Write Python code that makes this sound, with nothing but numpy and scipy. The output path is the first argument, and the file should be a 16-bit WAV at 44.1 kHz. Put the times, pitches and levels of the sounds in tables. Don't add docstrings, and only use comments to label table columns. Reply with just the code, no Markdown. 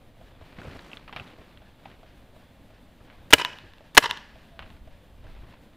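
import sys
import numpy as np
from scipy import signal
from scipy.fft import rfft, irfft
from scipy.io import wavfile

SR = 44100
rng = np.random.default_rng(int(sys.argv[2]) if len(sys.argv) > 2 else 0)


def put_to_file(sound):
    columns = np.atleast_2d(sound).T
    safe = np.clip(columns, -1, 1)
    whole_steps = np.round(safe * 32767)
    wavfile.write(sys.argv[1], SR, whole_steps.astype(np.int16))


N = 254016
TIME = np.arange(N) / SR


def from_db(db):
    return 10 ** (np.asarray(db) / 20)


def colour(x, spectrum, size=4096):
    hz, db = np.transpose(spectrum)
    grid = np.maximum(np.fft.rfftfreq(size, 1 / SR), 1)
    gain = from_db(np.interp(np.log(grid), np.log(hz), db))
    cepstrum = irfft(np.log(gain))
    cepstrum[1:size // 2] *= 2
    cepstrum[size // 2 + 1:] = 0
    response = irfft(np.exp(rfft(cepstrum)))
    return signal.fftconvolve(x, response / np.linalg.norm(response))[:N]


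def noise():
    return rng.standard_normal(N)


def drift(rate_hz):
    knots = rng.standard_normal(N)
    return np.interp(TIME * rate_hz, np.arange(N), knots)


def clicks(rows):
    out = np.zeros(N)
    for s, db in rows:
        out[round(s * SR)] += from_db(db)
    return out


def burst(s, level_db, fall_s, hold_s=0):
    age = TIME - s
    return from_db(level_db) * (age >= 0) * np.exp(-np.clip((age - hold_s) / fall_s, 0, 20))


def swell(s, length_s, level_db, attack_s, release_s):
    away = np.maximum(s - TIME, 0) / attack_s + np.maximum(TIME - s - length_s, 0) / release_s
    return from_db(level_db) * np.exp(-np.clip(away, 0, 20))


def swells(rows, rest_db, attack_s, release_s):
    power = sum(swell(s, length, db, attack_s, release_s) ** 2 for s, length, db in rows)
    return 10 * np.log10(from_db(rest_db) ** 2 + power)


def ring(force, modes):
    out = np.zeros(N)
    for k, (hz, db, t60) in enumerate(modes):
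        r = np.exp(-np.log(1000) / (t60 * SR))
        w = 2 * np.pi * hz / SR
        mode = signal.lfilter([0, np.sin(w)], [1, -2 * r * np.cos(w), r * r], force + 1e-18)
        out += (-1) ** k * from_db(db) * mode
    return out


# start in seconds, length in seconds, level in dB.
WIND_GUSTS = [(.6, 0.26, -60), (4.61, .36, -49), (5.26, .16, -42)]
# frequency in Hz, relative level in dB.
WIND_EQ = [(20, 4.5), (50, 4), (110, -2), (200, -22.5), (400, -25.5), (1000, -58.5)]
FIELD_EQ = [(70, -8), (130, 0), (250, 0), (410, -11.5), (520, -5), (680, -8.5), (1000, -15), (1250, -19),
            (1700, -17), (2300, -20), (3500, -20.5), (4300, -25), (5700, -33), (15000, -34)]


def air():
    gust_db = swells(WIND_GUSTS, rest_db=-55.5, attack_s=.063, release_s=.057)
    centre = colour(noise(), WIND_EQ)
    sides = from_db(-17) * colour(noise(), WIND_EQ) * [[1], [-1]]
    wind = (centre + sides) * from_db(gust_db + 3 * drift(8))
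    field = colour(noise(), FIELD_EQ) * from_db(-57 + 1.6 * drift(22))
    hiss = from_db(-79.5) * np.array([noise(), noise()])
    return wind + field + hiss


def far_tone(start_s=4.53, pitch_hz=678, sag_hz_per_s=300):
    hz = pitch_hz - sag_hz_per_s * (TIME - start_s)
    level = swell(start_s, length_s=.11, level_db=-55, attack_s=.022, release_s=.03)
    return level * np.sin(2 * np.pi * np.cumsum(hz) / SR)


# start in seconds, relative level in dB.
POPS = [(.2125, -47.5), (0.411, -47), (1.3847, -47.5), (1.6181, -47.5), (2.031, -45), (2.3638, -49),
        (2.703, -47.5), (3.103, -52), (3.8072, -47), (4.355, -46.5), (4.874, -48.5), (5.241, -46.5)]
# frequency in Hz, relative level in dB.
POP_EQ = [(60, -3.5), (200, -3.5), (420, -6.5), (670, 4), (950, -6.5), (1300, -11.5), (3300, -15),
          (5500, -31), (15000, -49)]
TREES_EQ = [(100, -2.5), (600, -2.5), (1000, 1.5), (1300, -4), (1700, 5), (2150, -3.5), (2550, -0.5),
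            (3200, -3), (4500, -8.5), (8000, -27.5), (15000, -41)]


def far_markers():
    hollow = ring(clicks(POPS), [(644, 1, .07)])
    puffs = sum(burst(s, db - 4.5, fall_s=.0052) + burst(s, db - 13.5, fall_s=.06) for s, db in POPS)
    wash = sum(burst(s + .03, db - 15.5, fall_s=.041, hold_s=.045) for s, db in POPS)
    pops = hollow + colour(puffs * noise(), POP_EQ) + colour(wash * noise(), TREES_EQ)
    trails = sum(swell(s + .14, 0, level_db=-73, attack_s=.06, release_s=.06) for s, _ in POPS)
    whistle = trails * colour(noise(), [(2800, -39.5), (3380, -2), (3600, -1), (4100, -41.5)])
    return pops + whistle


# start in seconds, relative levels of crack and scatter in dB.
BALL_HITS = [(1.0786, -36, -43), (1.127, -24.5, -41), (1.1631, -16.5, -32.5), (1.854, -49, -48.5),
             (1.901, -44, -59), (1.9156, -37.5, -71), (3.1006, -33, -54.5), (4.5926, -19.5, -40),
             (4.6235, -35, -46)]
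# frequency in Hz, relative level in dB.
SMACK_EQ = [(80, 2), (400, -7.5), (850, 0), (1400, -1.5), (3000, -3), (4500, -15.5), (7000, -36),
            (11000, -34), (15000, -35)]


def ball_smacks():
    cracks = clicks([(s, db + 5) for s, db, _ in BALL_HITS])
    tails = sum(burst(s, db, fall_s=.008) + burst(s, db - 12, fall_s=.041) for s, _, db in BALL_HITS)
    scatter = signal.sosfilt(signal.butter(1, 7000, fs=SR, output="sos"), tails * noise())
    return colour(scatter - cracks, SMACK_EQ)


# start in seconds, length in seconds, level in dB.
SLEEVE_STROKES = [(.42, .1, -57.5), (.6, 0.36, -49.5), (1.19, .12, -50.5), (1.45, 0.078, -58),
                  (1.9, 0.01, -53.5), (3.09, 0.072, -57), (4.66, 0.025, -54.5), (5.3, 0.23, -57.5)]
# frequency in Hz, relative level in dB.
CLOTH_EQ = [(60, -8), (130, -1.5), (300, -3), (550, -8), (1000, -9), (2700, -14), (4200, -20), (5800, -34),
            (10000, -47.5), (15000, -49)]


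def sleeves():
    rub_db = swells(SLEEVE_STROKES, rest_db=-66.5, attack_s=.073, release_s=.089)
    grains = noise() * from_db(3 * drift(700) + 1.8 * drift(60))
    grains /= np.sqrt(np.mean(grains ** 2))
    snags = noise() * from_db(4 * drift(300) - 67 + 3.6 * (rub_db - rub_db.max()))
    swish = colour(snags, [(1500, -15), (4500, 1.5), (9000, -7), (15000, -16.5)])
    return colour(grains * from_db(rub_db), CLOTH_EQ) + swish


# start in seconds, relative level in dB, pitch in Hz.
THUMPS = [(0.309, -42, 70), (0.411, -41.5, 110), (0.585, -34.5, 231), (0.616, -39, 330), (0.651, -34, 507),
          (0.671, -34, 230), (.712, -43, 392), (0.751, -33, 106), (1.206, -38, 138), (1.386, -42, 110),
          (3.002, -44, 150), (3.339, -27.5, 135), (3.638, -41.5, 216), (5.246, -43.5, 90),
          (5.433, -42, 330)]
# frequency in Hz, relative level in dB.
SCUFF_EQ = [(30, -1.5), (90, 9), (220, -6), (500, -5.5), (1200, -14), (3000, -23), (8000, -52.5)]


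def low_thumps():
    scuffs = sum(burst(s, db - 7, fall_s=.0088, hold_s=.012) for s, db, _ in THUMPS)
    thuds = sum(ring(clicks([(s, db - 3.5)]), [(hz, 0, .045)]) for s, db, hz in THUMPS)
    return colour(scuffs * noise(), SCUFF_EQ) + thuds


# start in seconds, relative level in dB, pitch in Hz.
GEAR_CLACKS = [(.587, -40, 1680), (.6165, -35.5, 1450), (.712, -40, 1940), (0.791, -38, 1730),
               (0.7927, -36.5, 3760), (0.916, -36, 2720), (.932, -28.5, 2620), (0.971, -30, 3470),
               (1.0937, -36, 1120), (1.133, -38.5, 796), (1.1981, -27, 2650), (1.277, -42, 3520),
               (1.574, -40.5, 3200), (1.8568, -34, 790), (5.268, -45.5, 1550)]


def gear():
    rings = sum(ring(clicks([(s, db)]), [(hz, -1, 30 / hz), (1.215 * hz, -7, 22 / hz)])
                for s, db, hz in GEAR_CLACKS)
    scrapes = sum(burst(s, db - 10.5, fall_s=.0043) for s, db, _ in GEAR_CLACKS)
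    return rings + colour(scrapes * noise(), SMACK_EQ)


# delay in seconds, level in dB, decay in seconds.
SLAPBACKS = [(0.047, -27, 0.011), (0.061, -22.5, 0.012), (0.0802, -15, 0.003), (.096, -35.5, 0.0073)]
# frequency in Hz, relative level in dB.
SLAPBACK_EQ = [(30, -26), (100, -12.5), (350, -12), (560, -6), (740, -11.5), (880, 0), (1060, 2),
               (1400, -2.5), (1700, -7), (2200, -7), (2600, -5), (3000, -7.5), (3700, -8), (5300, -5),
               (7500, -8.5), (15500, -19.5)]


def echoes(blast):
    bunkers = np.sqrt(sum(burst(delay, db, fall_s) ** 2 for delay, db, fall_s in SLAPBACKS))
    beyond = burst(.116, level_db=-35.5, fall_s=.055) * from_db(3 * drift(140))
    near_paths = colour(noise() * np.hypot(bunkers, beyond), SLAPBACK_EQ)
    far_eq = [(100, -8.5), (1000, -1.5), (1700, -2.5), (3000, -2), (6000, -3), (15000, -20.5)]
    far_paths = colour(noise() * burst(0, level_db=-45, fall_s=.11), far_eq)
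    returned = signal.fftconvolve(blast / np.linalg.norm(blast), near_paths + far_paths)[:N]
    grass = sum(burst(s, level_db=-29, fall_s=.014) for s, *_ in CLOSE_SHOTS)
    trees = sum(burst(s, level_db=-40.5, fall_s=.17) for s, *_ in CLOSE_SHOTS)
    return returned + colour(grass * noise(), JET_EQ) + colour(trees * noise(), TREES_EQ)


def vent():
    leak = sum(burst(s, level_db=-38.5, fall_s=.036) for s, *_ in CLOSE_SHOTS)
    leak_eq = [(1000, -13), (3000, -2), (5000, -4), (8000, 0), (13000, -2.5), (15500, -6.5)]
    return colour(leak * noise(), leak_eq)


def pilot_gas(lead_s=.0275):
    puff = sum(burst(s - lead_s, level_db=-34, fall_s=.008, hold_s=.0032) for s, *_ in CLOSE_SHOTS)
    return colour(puff * noise(), [(300, -3.5), (2700, -.5), (4000, -5.5), (12000, -10), (15500, -18)])


# start in seconds, relative level in dB.
MARKER_TICKS = [(3.4452, -29), (3.449, -7), (3.5863, -29), (3.7358, -37), (3.7828, -40.5), (4.1015, -32),
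                (4.1105, -7), (4.1732, -26.5), (4.703, -38.5)]
# pitch in Hz, level in dB, seconds to fade by 60 dB.
BODY_MODES = [(160, -25.5, .014), (545, -28.5, .012), (1000, -14, 0.026), (1755, -9.5, 0.011),
              (2767, -8, 0.012), (3530, -3.5, 0.0056), (4000, -4.5, 0.0033), (6300, -14, 0.0014),
              (10900, -20, 0.0017), (12600, -24, .003)]


def mechanism(bolt_lead_s=.0062):
    bolt_times = [s - bolt_lead_s for s, *_ in CLOSE_SHOTS]
    knocks = clicks([(s, -2.5) for s in bolt_times] + MARKER_TICKS)
    slide = sum(burst(s, level_db=-14.5, fall_s=.003, hold_s=.0026) for s in bolt_times)
    feed = sum(burst(s + .051, level_db=-32, fall_s=.0048, hold_s=.027) for s, *_ in CLOSE_SHOTS)
    rattle = feed * noise() * (rng.random(N) < 900 / SR)
    chatter = from_db(12.5) * colour(rattle, [(1000, -1), (4000, -4), (10000, -15.5), (15500, -31)])
    return ring(knocks + rattle, BODY_MODES) + chatter + colour(slide * noise(), JET_EQ)


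# pitch in Hz, level in dB, seconds to fade by 60 dB.
BARREL_MODES = [(142, -21.5, .03), (277, -14, 0.035), (450, -10.5, 0.033), (610, -9, .032),
                (985, -4.5, 0.021), (1268, -18.5, 0.032), (1656.6, -6, .03), (2067, -15.5, 0.036),
                (2580, -14, 0.018), (2940, -9, 0.029)]
# frequency in Hz, relative level in dB.
JET_EQ = [(25, -42), (60, -29.5), (300, -11), (800, -5.5), (1700, -2), (3000, -0.5), (4500, -9.5),
          (8000, -20), (15000, -30)]
# start in seconds, relative level in dB, then the squeal's
# pitch in Hz at four even steps while the valve is open.
CLOSE_SHOTS = [(3.333, 7.9, 1377, 2496, 2983, 3004), (3.9756, 8.8, 1293, 1832, 1940, 2846)]


def blasts(valve_open_s=.0061):
    squeal, jet = np.zeros(N), np.zeros(N)
    for s, db, *steps_hz in CLOSE_SHOTS:
        valve = burst(s, db, fall_s=.00064, hold_s=valve_open_s)
        hz = np.interp(TIME, np.linspace(s, s + valve_open_s, len(steps_hz)), steps_hz)
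        squeal += valve * np.sin(2 * np.pi * np.cumsum(hz * (TIME >= s)) / SR)
        tail = burst(s + valve_open_s, db - 25.5, fall_s=.0048, hold_s=.0022)
        jet += from_db(-5.5) * valve + tail
    barrel = ring(clicks([(s, db) for s, db, *_ in CLOSE_SHOTS]), BARREL_MODES)
    return from_db(-4) * squeal + colour(jet * noise(), JET_EQ) + barrel


def scene():
    blast = blasts()
    bass_cut = signal.butter(2, 70, "high", fs=SR, output="sos")
    marker = signal.sosfilt(bass_cut, blast + pilot_gas() + mechanism() + vent())
    downfield = echoes(blast) + ball_smacks() + far_markers() + far_tone()
    details = sleeves() + low_thumps() + gear()
    return air() + downfield + details + marker


def record(dry, ceiling=.97, cutoff_hz=15300):
    clipped = np.clip(dry, -ceiling, ceiling)
    return signal.sosfilt(signal.ellip(8, .1, 70, cutoff_hz, fs=SR, output="sos"), clipped)


dry = scene()
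out = record(dry)
put_to_file(out)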